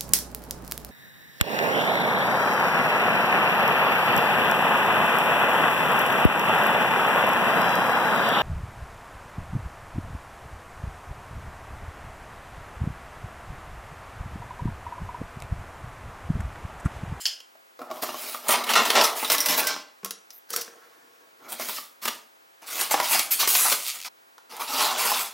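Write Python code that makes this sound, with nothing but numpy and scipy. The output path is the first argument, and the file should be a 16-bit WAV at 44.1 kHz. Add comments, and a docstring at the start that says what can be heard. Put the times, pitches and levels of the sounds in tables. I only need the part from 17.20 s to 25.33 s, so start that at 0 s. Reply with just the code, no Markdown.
"""A hand unpacks a foam tray in a small room. A small part clicks, then the foam rubs with a grainy hiss,
sticks and slips, and the hollow tray knocks. From 1.25 s plastic propellers squeak free, their blades
clacking and ringing; near 2.8 s they tap down on a wooden table. A charger slides out at 4.2 s, then a
bagged part crackles, swishes and creaks. Near 6.9 s all but a faint hiss and whine cuts out briefly,
and last a remote control scrapes out of the foam."""
import sys
import numpy as np
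from scipy import signal
from scipy.fft import rfft, irfft
from scipy.io import wavfile
from scipy.ndimage import uniform_filter1d

SR = 44100
rng = np.random.default_rng(int(sys.argv[2]) if len(sys.argv) > 2 else 0)


def bounce(signal):
    """Save signal as a 16-bit WAV file at the path given by the first command-line argument."""
    frames = np.transpose(np.atleast_2d(signal))
    limited = np.clip(frames, -1, 1)
    pcm = np.round(limited * 32767).astype(np.int16)
    wavfile.write(sys.argv[1], SR, pcm)


N = 358533
TIME = np.arange(N) / SR
HZ = np.fft.rfftfreq(4096, 1 / SR)
HIT_GAIN = np.sqrt(SR / 100)  # a hit's level is its energy spread over 10 ms

# A contact has three bands: low body, mid rasp, high fizz. Body and fizz levels are relative to the rasp.
# pushes and pulls: t/s, length/s, mid-stroke rasp/dB, body/dB, fizz/dB, swell over the stroke/dB
STROKES = [(0, 0.026, -36, -13, 3.5, -13), (0.057, 0.095, -37.5, -14.5, -6, -24),
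           (0.596, 0.1, -60, 16.5, 1, -12), (0.717, 0.064, -49.5, 3.5, 3, 2),
           (0.811, 0.16, -40.5, 0, 2, -10), (0.953, 0.19, -40.5, -6, 4.5, 2),
           (1.168, 0.13, -47.5, 3, 4.5, 18), (1.281, 0.069, -29.5, 2, -2.5, 6),
           (1.454, 0.42, -31.5, -0.5, -1, 3), (1.946, 0.14, -35.5, -6.5, 4.5, 0),
           (2.127, 0.3, -32.5, -4.5, 0, 4.5), (2.452, 0.044, -30.5, -6, -8.5, 8.5),
           (3.286, 0.087, -41.5, -3.5, 0, 8), (3.45, 0.86, -70, 8.5, 1, -13), (4.183, 0.08, -64, 10, 1, 13),
           (4.278, 0.062, -42.5, -4, 4.5, 0), (4.378, 0.2, -39, -13, 5, 1),
           (4.814, 0.099, -37.5, -7, 3, -6.5), (5.414, 0.019, -44.5, 1.5, -2, -9),
           (5.458, 0.16, -36, -4.5, 3.5, 14), (5.692, 0.12, -34.5, 0.5, 1.5, -1),
           (5.825, 0.082, -29.5, -12, 3, -4), (5.898, 0.1, -27, -5.5, 5, -4.5),
           (6.13, 0.065, -35, -14.5, 4, -8), (6.184, 0.054, -24.5, -9, -0.5, 1),
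           (6.271, 0.26, -26, -13, 5.5, -5), (6.576, 0.11, -37.5, -15.5, 5, 3),
           (6.734, 0.12, -52.5, -5.5, 4, -30), (7.291, 0.084, -44.5, 1.5, -2, -3),
           (7.386, 0.029, -37.5, -2.5, 4.5, 5), (7.464, 0.16, -29.5, -4.5, -0.5, 16),
           (7.639, 0.13, -28.5, -2.5, -1.5, -13.5), (7.771, 0.066, -27.5, -6.5, 2.5, 1.5),
           (7.841, 0.16, -28, -5.5, 2.5, -1)]
# stuck foam lets go: t/s, length/s, rasp/dB, body/dB, fizz/dB
SLIPS = [(0.82, 0.019, -29, -1, 6), (1.282, 0.016, -28, -16, 10), (1.303, 0.031, -20, -8, 6),
         (1.491, 0.024, -20, 2, -0.5), (1.534, 0.0086, -20.5, -4, -3.5), (1.558, 0.065, -25, 6.5, -12),
         (1.65, 0.014, -26, 0.5, 3), (1.757, 0.073, -14, 2.5, -12), (1.835, 0.018, -22.5, -0.5, 5),
         (2.106, 0.045, -19, -8, 4.5), (2.284, 0.059, -17, -8, 1.5), (2.375, 0.03, -19, -5.5, 4.5),
         (3.33, 0.012, -28, -14, 1), (3.41, 0.0082, -32, -19, 4.5), (4.319, 0.01, -36, -7, 8.5),
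         (4.407, 0.021, -31.5, -7, 3.5), (4.485, 0.015, -33.5, -1.5, 7), (4.876, 0.011, -24, -5, 1.5),
         (5.707, 0.029, -22.5, -13, 5.5), (5.929, 0.031, -18.5, -8, 0), (6.108, 0.037, -22, -17.5, 4),
         (6.195, 0.029, -19, -15, 0.5), (6.448, 0.036, -26, 4.5, 1), (6.515, 0.027, -26, 0, -12),
         (6.846, 0.03, -31, -7.5, -1.5)]
# a blade edge squeaks along the foam: t/s, length/s, level/dB, favoured f/Hz, spread/octaves
SQUEAKS = [(1.555,0.046,-10,2000,1.25), (1.701,.014,-23,3550,.45), (1.755,.045,-14,3000,1.6),
           (1.843,0.016,-17.5,5200,0.35)]
# bumps on the hollow tray or the table: t/s, rasp/dB, body/dB, ring f/Hz
KNOCKS = [(0.353,-63,11,640), (0.591,-51,11.5,487), (0.617,-51.5,13,1300), (0.702,-50.5,16,646),
          (0.712,-41,13,1120), (0.832,-42.5,13,695), (0.89,-43.5,10,1210), (0.943,-42,8,1115),
          (1.146,-38,5,1230), (1.291,-27.5,8,628), (1.473,-41,6,1100), (1.558,-25,5,1260),
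          (1.753,-24.5,2,840), (1.775,-35,8,420), (2.028,-40.5,12.5,868), (2.831,-60,12.5,410),
          (2.832,-58,15,197), (2.848,-48.5,6,1060), (3.338,-40.5,7,1300), (3.378,-46,4.5,484),
          (3.479,-54.5,15,468), (4.397,-42,9.5,666), (4.583,-39.5,2.5,1146), (4.881,-36,4.5,1220),
          (5.712,-31,6,880), (5.741,-27.5,9.5,800), (5.8,-26,5.5,976), (5.909,-40,11,930),
          (6.228,-33.5,8,1126), (7.419,-35.5,5,1156), (7.532,-48,10.5,264), (7.808,-34.5,7,1080),
          (7.917,-34.5,9.5,1025)]
# propeller blades clack: t/s, rasp/dB, body/dB, fizz/dB, ring f/Hz, ring level/dB
CLACKS = [(1.438,-31.5,-8,1,4000,-37), (1.703,-17.5,-5.5,-3,4320,-24.5), (1.811,-17.5,-7,-4,5390,-20),
          (2.047,-29,-6.5,-10,3900,-26), (2.1,-18,-8,0,5300,-32), (2.119,-22.5,-10.5,8,5300,-26),
          (2.182,-24.5,-22,3,3830,-30), (2.204,-31,-22,12.5,5780,-20), (2.259,-21,-14,4.5,5800,-38),
          (2.47,-24,-22,5.5,5800,-27)]
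# dry clicks of small parts, blade tips and plastic film: t/s, rasp/dB, body/dB, fizz/dB
SNAPS = [(0.055,-19,-20,-11), (0.063,-21,-35,-8), (0.203,-44,-9,-7), (1.284,-34,-11,10.5),
         (2.562,-39.5,6,-6), (2.847,-30,-12,3.5), (2.859,-37,0,0), (2.908,-30.5,-12.5,1.5),
         (3.105,-42,-17.5,-1.5), (3.304,-37,-11,7.5), (3.363,-26.5,-8,6.5), (4.855,-29,-0.5,5),
         (5.611,-24.5,-30,3.5), (5.993,-21,-9.5,4), (6.116,-36,-14,13), (6.204,-25,-10,-6),
         (6.275,-23,-4,4.5), (6.351,-20,-6.5,-4), (6.499,-24.5,-28,2), (6.523,-22,-12,-1.5),
         (7.181,-51.5,3,-3), (7.366,-47,-11,8)]
# smooth plastic slides: t/s, length/s, first f/Hz, last f/Hz, level/dB
SWISHES = [(2.365, 0.02, 13800, 12000, -28), (3.123, 0.075, 13000, 13600, -50),
           (6.106, 0.034, 13200, 13000, -21), (6.308, 0.19, 13200, 9900, -25)]
# the course of the bag's creak: t/s, level/dB, slip rate/Hz
CREAK = [(6.619, -51, 147), (6.699, -29.5, 123), (6.75, -54, 63), (6.811, -37, 85), (6.873, -49, 95)]
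# a rubbed blade sings: t/s, length/s, f/Hz, level/dB
SINGS = [(2.427,0.09,1557,-35)]
# modes of a free blade: ratio to its ring pitch, level/dB, t60/s
BLADE_MODES = [(.84, -18.5, 0.043), (0.919, -14.5, 0.19), (0.997, -2, 0.04), (2.109, -17.5, 0.031)]
# modes of a propeller wedged in the tray: f/Hz, width/Hz, level/dB
WEDGED_MODES = [(1060,60,7.5), (1375,100,6.5), (1880,150,3.5), (2700,170,3), (3500,89,5.5), (3970,130,0),
                (5240,95,0.5), (5820,50,4)]
# tone colour of each thing handled: f/Hz, level/dB
PART = [(100, -105), (500, -34.5), (1300, -31.5), (1600, -20), (5500, 2), (7400, 3), (8300, -3),
        (15500, -9)]
TRAY = [(90, -50), (232, -18), (350, -13.5), (515, -14.5), (682, -7), (883, -11), (1250, -10.5),
        (1550, -12), (2090, -10.5), (3580, -10.5), (15500, -8)]
PROPELLERS = [(90, -45), (242, -15), (314, -15.5), (473, -8), (515, -10), (612, -8.5), (963, -2),
              (1070, -2.5), (1690, -6), (1840, -3.5), (15500, -10.5)]
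BUNDLE = [(90, -35), (191, -9.5), (612, -2.5), (727, 7.5), (1050, -5.5), (2480, -1.5), (5630, 1),
          (7140, -2), (15500, -2)]
TABLE = [(90, -33.5), (350, -12), (473, -11.5), (743, -14), (1300, -16.5), (1450, -9), (5750, 11.5),
         (15500, 9.5)]
CHARGER = [(90, -24), (230, 2), (600, 3.5), (1300, 8.5), (3000, 9.5), (15500, 12)]
BAG = [(90, -38), (220, -17.5), (520, -12), (680, -6), (1700, -5.5), (2200, 5), (6500, 9), (12800, 4.5),
       (15500, 3.5)]
REMOTE = [(90, -41), (237, -13), (314, -14), (483, -3), (562, -10), (846, 3.5), (1150, 2), (1620, -0.5),
          (2900, -0.5), (6140, -0.5), (15500, -5.5)]
# peaks and dips that shape each tone colour: f/Hz, width/Hz, level/dB
PART_PEAKS = [(3020, 800, 16.5), (3730, 470, -5.5), (4300, 450, 7), (5100, 480, 11.5)]
FOAM_PEAKS = [(241, 21, 8), (545, 53, -2.5), (614, 57, 6), (1090, 110, -0.5), (1310, 150, 4),
              (1540, 680, -7.5)]
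BLADE_PEAKS = [(295, 88, 7), (471, 47, 6.5), (611, 57, 9), (740, 39, -20), (1080, 260, 9.5),
               (2020, 42, 9.5), (5350, 180, 5), (5900, 150, 4)]
WOOD_PEAKS = [(470, 34, 11.7), (1090, 35, 13), (1315, 83, 7.6), (5730, 47, 5.9)]
BAG_PEAKS = [(1240, 130, 1.9)]
# what is in the hand: start t/s, colour, peaks and dips, friction graininess/dB
HANDLED = [(0, PART, PART_PEAKS, -1), (.3, TRAY, FOAM_PEAKS, -2.5), (1.25, PROPELLERS, FOAM_PEAKS, 2.5),
           (2.06, BUNDLE, BLADE_PEAKS, 3.5), (2.82, TABLE, WOOD_PEAKS, 1.5),
           (4.22, CHARGER, FOAM_PEAKS, 0.5), (5.2, BAG, BAG_PEAKS, 2.5), (7.05, REMOTE, FOAM_PEAKS, 0.5)]
# decay of the room: f/Hz, t60/s
ROOM_DECAY = [(150, 0.37), (500, 0.46), (1400, 0.35), (4000, 0.29), (9000, 0.3), (15000, 0.025)]
# side-channel EQ of the reverb and of the hiss: f/Hz, level/dB
REVERB_WIDTH = [(50, 11), (150, -6), (500, 1.5), (1100, 6), (2500, -0.5), (14000, -64)]
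HISS_WIDTH = [(60, 5.5), (180, 0), (550, 6), (1650, 9), (4970, -6.5), (15000, -34)]
# colour of the background hiss: f/Hz, level/dB
HISS = [(18, -81), (30, -44), (369, -9), (747, -8), (6050, -17), (15500, -22)]


def rubbing(objects):
    """Sliding friction drives whichever object is in hand; the grip wavers in each band."""
    judder_db = 0.26 * wander(130)
    patchy_db = np.array([-1.0 * wander(70), 1.07 * wander(60), 1.07 * wander(50)])
    level = np.sqrt(stroke_power()) * amp(judder_db + patchy_db)
    starts = [0] + [round(row[0] * SR) for row in HANDLED[1:]] + [N]
    out = np.zeros(N)
    for start, end, held, (*_, grain_db) in zip(starts, starts[1:], objects, HANDLED):
        force = grains(end - start, 11000, grain_db) * level[:, start:end]
        add(out, start / SR, signal.fftconvolve(force, held, axes=1).sum(0))
    return out


def stroke_power(grip_s=0.019, release_db_per_s=183):
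    """Rubbing power in three bands: each stroke grips, swells or slackens, and dies as the hand slows."""
    power, t = np.zeros((3, N)), np.arange(SR) / SR
    for s, length, rasp_db, body_db, fizz_db, swell_db in STROKES:
        ramp_db = swell_db * (np.minimum(t / length, 1) - .5)
        release_db = release_db_per_s * np.maximum(t - length, 0)
        stroke = np.minimum(t / grip_s, 1) * amp(rasp_db + ramp_db - release_db)
        for band, band_db in zip(power, (body_db, 0, fizz_db)):
            add(band, s, (amp(band_db) * stroke) ** 2)
    return power


def grains(count, per_s, grain_db):
    """Foam beads catch and let go: dense tiny slips, a few of them large."""
    size = amp(grain_db * np.minimum(rng.exponential(1, count), 3.6))
    return np.sqrt(count) * unit(size * rng.standard_normal(count) * (rng.random(count) < per_s / SR))


def slips(objects, rise_s=0.0013, release_s=0.0064, sag=0.25):
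    """Stuck foam lets go in a run of grains that slackens, then catches again."""
    out, t = np.zeros(N), np.arange(SR // 8) / SR
    for s, length, *levels in SLIPS:
        attack = 1 - np.exp(-t / rise_s)
        speed = attack * np.exp(-sag * t / length - np.maximum(t - length, 0) / release_s)
        add(out, s, strike(objects, s, speed * grains(len(t), 8000, grain_db=0), *levels))
    return out


def travelling_contact(friction, fine_db=2.5, broad_db=1.5):
    """As the contact point travels, narrow and broad resonances come and go."""
    spectra = signal.stft(friction, SR, nperseg=512)[2]
    for db, bins, frames in ((fine_db, 3, 9), (broad_db, 14, 5)):
        patches = uniform_filter1d(rng.standard_normal(spectra.shape), bins, axis=0)
        patches = uniform_filter1d(patches, frames, axis=1)
        spectra = spectra * amp(db * np.sqrt(bins * frames) * patches)
    return signal.istft(spectra, SR, nperseg=512)[1][:N]


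def squeaks(slips_per_s=520, release_s=0.011, sag=0.7, uneven=0.45):
    """Slowing stick-slip drives a wedged propeller; the contact point favours some of its modes."""
    out, t = np.zeros(N), np.arange(SR // 8) / SR
    hz, width, db = np.transpose(WEDGED_MODES)[:, :, None]
    for s, length, level_db, favoured_hz, spread in SQUEAKS:
        speed = np.exp(-sag * t / length - np.maximum(t - length, 0) / release_s)
        turns = np.cumsum(slips_per_s * np.sqrt(speed) * np.exp(uneven * wander(400)[:len(t)])) / SR
        pulses = np.diff(np.floor(turns), prepend=-1)
        force = unit(pulses) + .5 * unit(rng.standard_normal(len(t)))
        weight = amp(db) * width * np.exp(-.5 * (np.log2(hz / favoured_hz) / spread) ** 2)
        modes = (weight * np.exp(-np.pi * width * t) * np.cos(2 * np.pi * hz * t)).sum(0)
        modes[0] /= 2  # a half step at the start keeps the bass out
        add(out, s, HIT_GAIN * amp(level_db) * unit(signal.fftconvolve(force * speed, modes)))
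    return out


def knocks(objects, thud_db=-2.5, pop_db=-0.5):
    """Soft bumps on the hollow tray and the table: a dull thud layered with a pitched pop."""
    out = np.zeros(N)
    for s, rasp_db, body_db, ring_hz in KNOCKS:
        force = impact(chatter=3.9, chatter_s=0.0064)
        add(out, s, strike(objects, s, force, rasp_db, body_db + thud_db, fizz_db=-1.5))
        add(out, s, hollow_pop(ring_hz, rasp_db + body_db + pop_db))
    return out


def hollow_pop(hz, db, t60_cycles=40):
    """A bumped spot rings briefly at its own pitch."""
    cycles = hz * np.arange(SR // 5) / SR
    envelope = (1 - np.exp(-cycles)) * amp(-60 * cycles / t60_cycles)
    return HIT_GAIN * amp(db) * unit(envelope * np.sin(2 * np.pi * cycles))


def clacks(objects):
    """Propeller blades clack against each other and ring on."""
    out = np.zeros(N)
    for s, *levels, ring_hz, ring_db in CLACKS:
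        add(out, s, strike(objects, s, impact(chatter=10.0, chatter_s=0.0083), *levels))
        add(out, s, blade_ring(ring_hz, ring_db))
    return out


def blade_ring(hz, db):
    """The dying modes of a struck blade."""
    t = np.arange(SR // 5) / SR
    tone = sum(rng.choice([-1, 1]) * amp(level - 60 * t / t60) * np.sin(2 * np.pi * hz * ratio * t)
               for ratio, level, t60 in BLADE_MODES)
    onset = 1 - np.exp(-(t * hz / 2) ** 2)  # builds over two cycles
    return HIT_GAIN * amp(db) * unit(onset * tone)


def snaps(objects):
    """Tight clicks from short contacts that leave no ring of their own."""
    out = np.zeros(N)
    for s, *levels in SNAPS:
        add(out, s, strike(objects, s, impact(chatter=3.5, chatter_s=0.004), *levels))
    return out


def swishes(width_hz=2400, grain_db=5.0):
    """Sliding plastic: fine grains swell and fade through one broad, gliding resonance."""
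    out, t = np.zeros(N), np.arange(SR // 4) / SR
    pole = np.exp(-np.pi * width_hz / SR)
    for s, length, first_hz, last_hz, db in SWISHES:
        travel = np.minimum(t / length, 1)
        glide = np.exp(2j * np.pi * np.cumsum(first_hz + (last_hz - first_hz) * travel) / SR)
        force = grains(len(t), 9000, grain_db) * np.sqrt(abs(np.sin(np.pi * travel)))
        hiss = (glide * signal.lfilter([1], [1, -2 * pole, pole * pole], force / glide)).real
        add(out, s, amp(db) * np.sqrt(length * SR) * unit(hiss))
    return out


def bag_creak(objects, uneven=0.23):
    """The bag comes free in an uneven train of single slips."""
    s, db, per_s = np.transpose(CREAK)
    t = np.arange(s[0], s[-1], 1 / SR)
    turns = np.cumsum(np.interp(t, s, per_s) * np.exp(uneven * wander(60)[:len(t)])) / SR
    out = np.zeros(N)
    for at in t[1:][np.diff(np.floor(turns)) > 0]:
        force = impact(chatter=1.73, chatter_s=0.0025)
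        add(out, at, strike(objects, at, force, np.interp(at, s, db), body_db=-40, fizz_db=-0.86))
    return out


def singing_blade(rise_s=0.0049, release_s=0.019, waver=0.7):
    """One mode of a rubbed blade builds, holds unsteadily and dies."""
    out, t = np.zeros(N), np.arange(SR // 2) / SR
    for s, length, hz, db in SINGS:
        level = amp(db) * (1 - np.exp(-t / rise_s)) * np.exp(-np.maximum(t - length, 0) / release_s)
        grip = 1 + waver * (wander(69) + 1j * wander(77))[:len(t)]
        add(out, s, np.sqrt(2) * level * (grip * np.exp(2j * np.pi * hz * t)).real)
    return out


def impact(chatter, chatter_s):
    """The force of a hit: one impulse, then the surfaces chatter against each other."""
    t = np.arange(SR // 20) / SR
    force = chatter * unit(grains(len(t), 9000, grain_db=0.8) * np.exp(-t / chatter_s))
    force[0] += rng.choice([-1, 1])
    return force


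def strike(objects, s, force, rasp_db, body_db, fizz_db):
    """A short force excites the three bands of the object in hand at time s."""
    held = objects[max(sum(s >= row[0] for row in HANDLED) - 1, 0)]
    bands = unit(signal.fftconvolve(force[None], held, axes=1))
    return HIT_GAIN * amp(rasp_db + np.array([body_db, 0, fizz_db])) @ bands


def tap_responses(colour, peaks, body_hz=1450, fizz_hz=6600, lowest_hz=90):
    """How one object answers a tap: its body, rasp and fizz, each of energy 1."""
    peaks_db = sum(db / (1 + (2 * (HZ - f) / width) ** 2) for f, width, db in peaks)
    bass_cut = np.minimum(HZ / lowest_hz, 1) ** 2  # a shared low cut thins the bass below 90 Hz
    shape = amp(-60) + amp(curve(colour, HZ) + peaks_db) * bass_cut
    low, high = 1 / (1 + (HZ / body_hz) ** 10), 1 - 1 / (1 + (HZ / fizz_hz) ** 8)
    log_gain = np.log(shape * np.sqrt([low, (1 - low) * (1 - high), high]) + 1e-5)
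    mirrored = np.concatenate([log_gain, log_gain[:, -2:0:-1]], axis=1)
    minimum_phase = np.exp(np.conj(signal.hilbert(mirrored)))  # keeps the attack sharp
    return unit(np.fft.ifft(minimum_phase).real)


def reverb(sound, build_s=0.0025):
    """The small room: a fresh pattern of sparse reflections, each band dying at its own speed."""
    count = SR // 2
    onset = 1 - np.exp(-(np.arange(count) / SR / build_s) ** 2)
    taps = rng.standard_normal(count) * (rng.random(count) < 5000 / SR) * onset
    hz, t, spectra = signal.stft(taps, SR, nperseg=256)
    t60 = curve(ROOM_DECAY, hz)[:, None]
    tail = signal.istft(spectra * amp(-60 * t / t60) / np.sqrt(t60), SR, nperseg=256)[1]
    return signal.fftconvolve(sound, unit(tail))[:N]


def noise_bed(hiss_db=-61.5, whine_hz=15800, whine_db=-72):
    """Steady faint hiss with a thin electrical whine."""
    hiss = np.sqrt(N) * unit(equalise(rng.standard_normal(N), HISS))
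    whine = np.sqrt(2) * np.sin(2 * np.pi * whine_hz * TIME)
    return amp(hiss_db) * hiss + amp(whine_db) * whine


def amp(db):
    """Decibels to gain."""
    return 10 ** (np.asarray(db) / 20)


def unit(x):
    """Scales each row to energy 1."""
    return x / np.sqrt(np.sum(x ** 2, -1, keepdims=True) + 1e-20)


def curve(points, hz):
    """Joins breakpoints on a log-frequency axis."""
    f, value = np.transpose(points)
    return np.interp(np.log(hz + 1), np.log(f + 1), value)


def equalise(x, points):
    """Filters x by an EQ curve in dB."""
    return irfft(rfft(x) * amp(curve(points, np.fft.rfftfreq(len(x), 1 / SR))), len(x))


def wander(per_s):
    """A random modulator of about unit size."""
    knots = rng.standard_normal(N // 20)
    return np.interp(TIME * per_s, np.arange(len(knots)), knots)


def add(mix, s, sound):
    """Mixes a sound in at time s."""
    part = mix[max(round(s * SR), 0):][:len(sound)]
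    part += sound[:len(part)]


def scene(sway=0.0082, blend_period_s=1.714, stop_s=6.887, resume_s=7.15):
    """All contacts, near the middle of a small room; they sway a little to either side."""
    objects = [tap_responses(colour, peaks) for _, colour, peaks, _ in HANDLED]
    friction = travelling_contact(rubbing(objects) + slips(objects)) + squeaks() + singing_blade()
    dry = friction + knocks(objects) + clacks(objects) + snaps(objects) + bag_creak(objects) + swishes()
    # the hand moves, so the reflections blend between three patterns
    place = TIME * 2 * np.pi / blend_period_s
    wet = sum(reverb(dry * np.sqrt(2 / 3) * np.cos(place + k * np.pi / 3)) for k in range(3))
    mid = amp(-1.5) * dry + amp(-9.0) * wet
    side = amp(-25.5) * equalise(reverb(dry), REVERB_WIDTH) + sway * wander(9) * mid
    # all sound but the faint hiss drops out for a moment, reverb and all
    gate = uniform_filter1d(1. 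* ((TIME < stop_s) | (TIME > resume_s)), size=300)
    mid = gate * mid + noise_bed()
    side = gate * side + amp(0.5) * equalise(noise_bed(), HISS_WIDTH)
    return np.array([mid + side, mid - side]) * amp([[-.15], [.15]])


def record(dry):
    """A steep low-pass trims the air above 15.85 kHz."""
    low_pass = signal.firwin(511, 15850, window=("kaiser", 8), fs=SR)
    return signal.oaconvolve(dry, low_pass[None], "same")


dry = scene()
out = record(dry)
bounce(out)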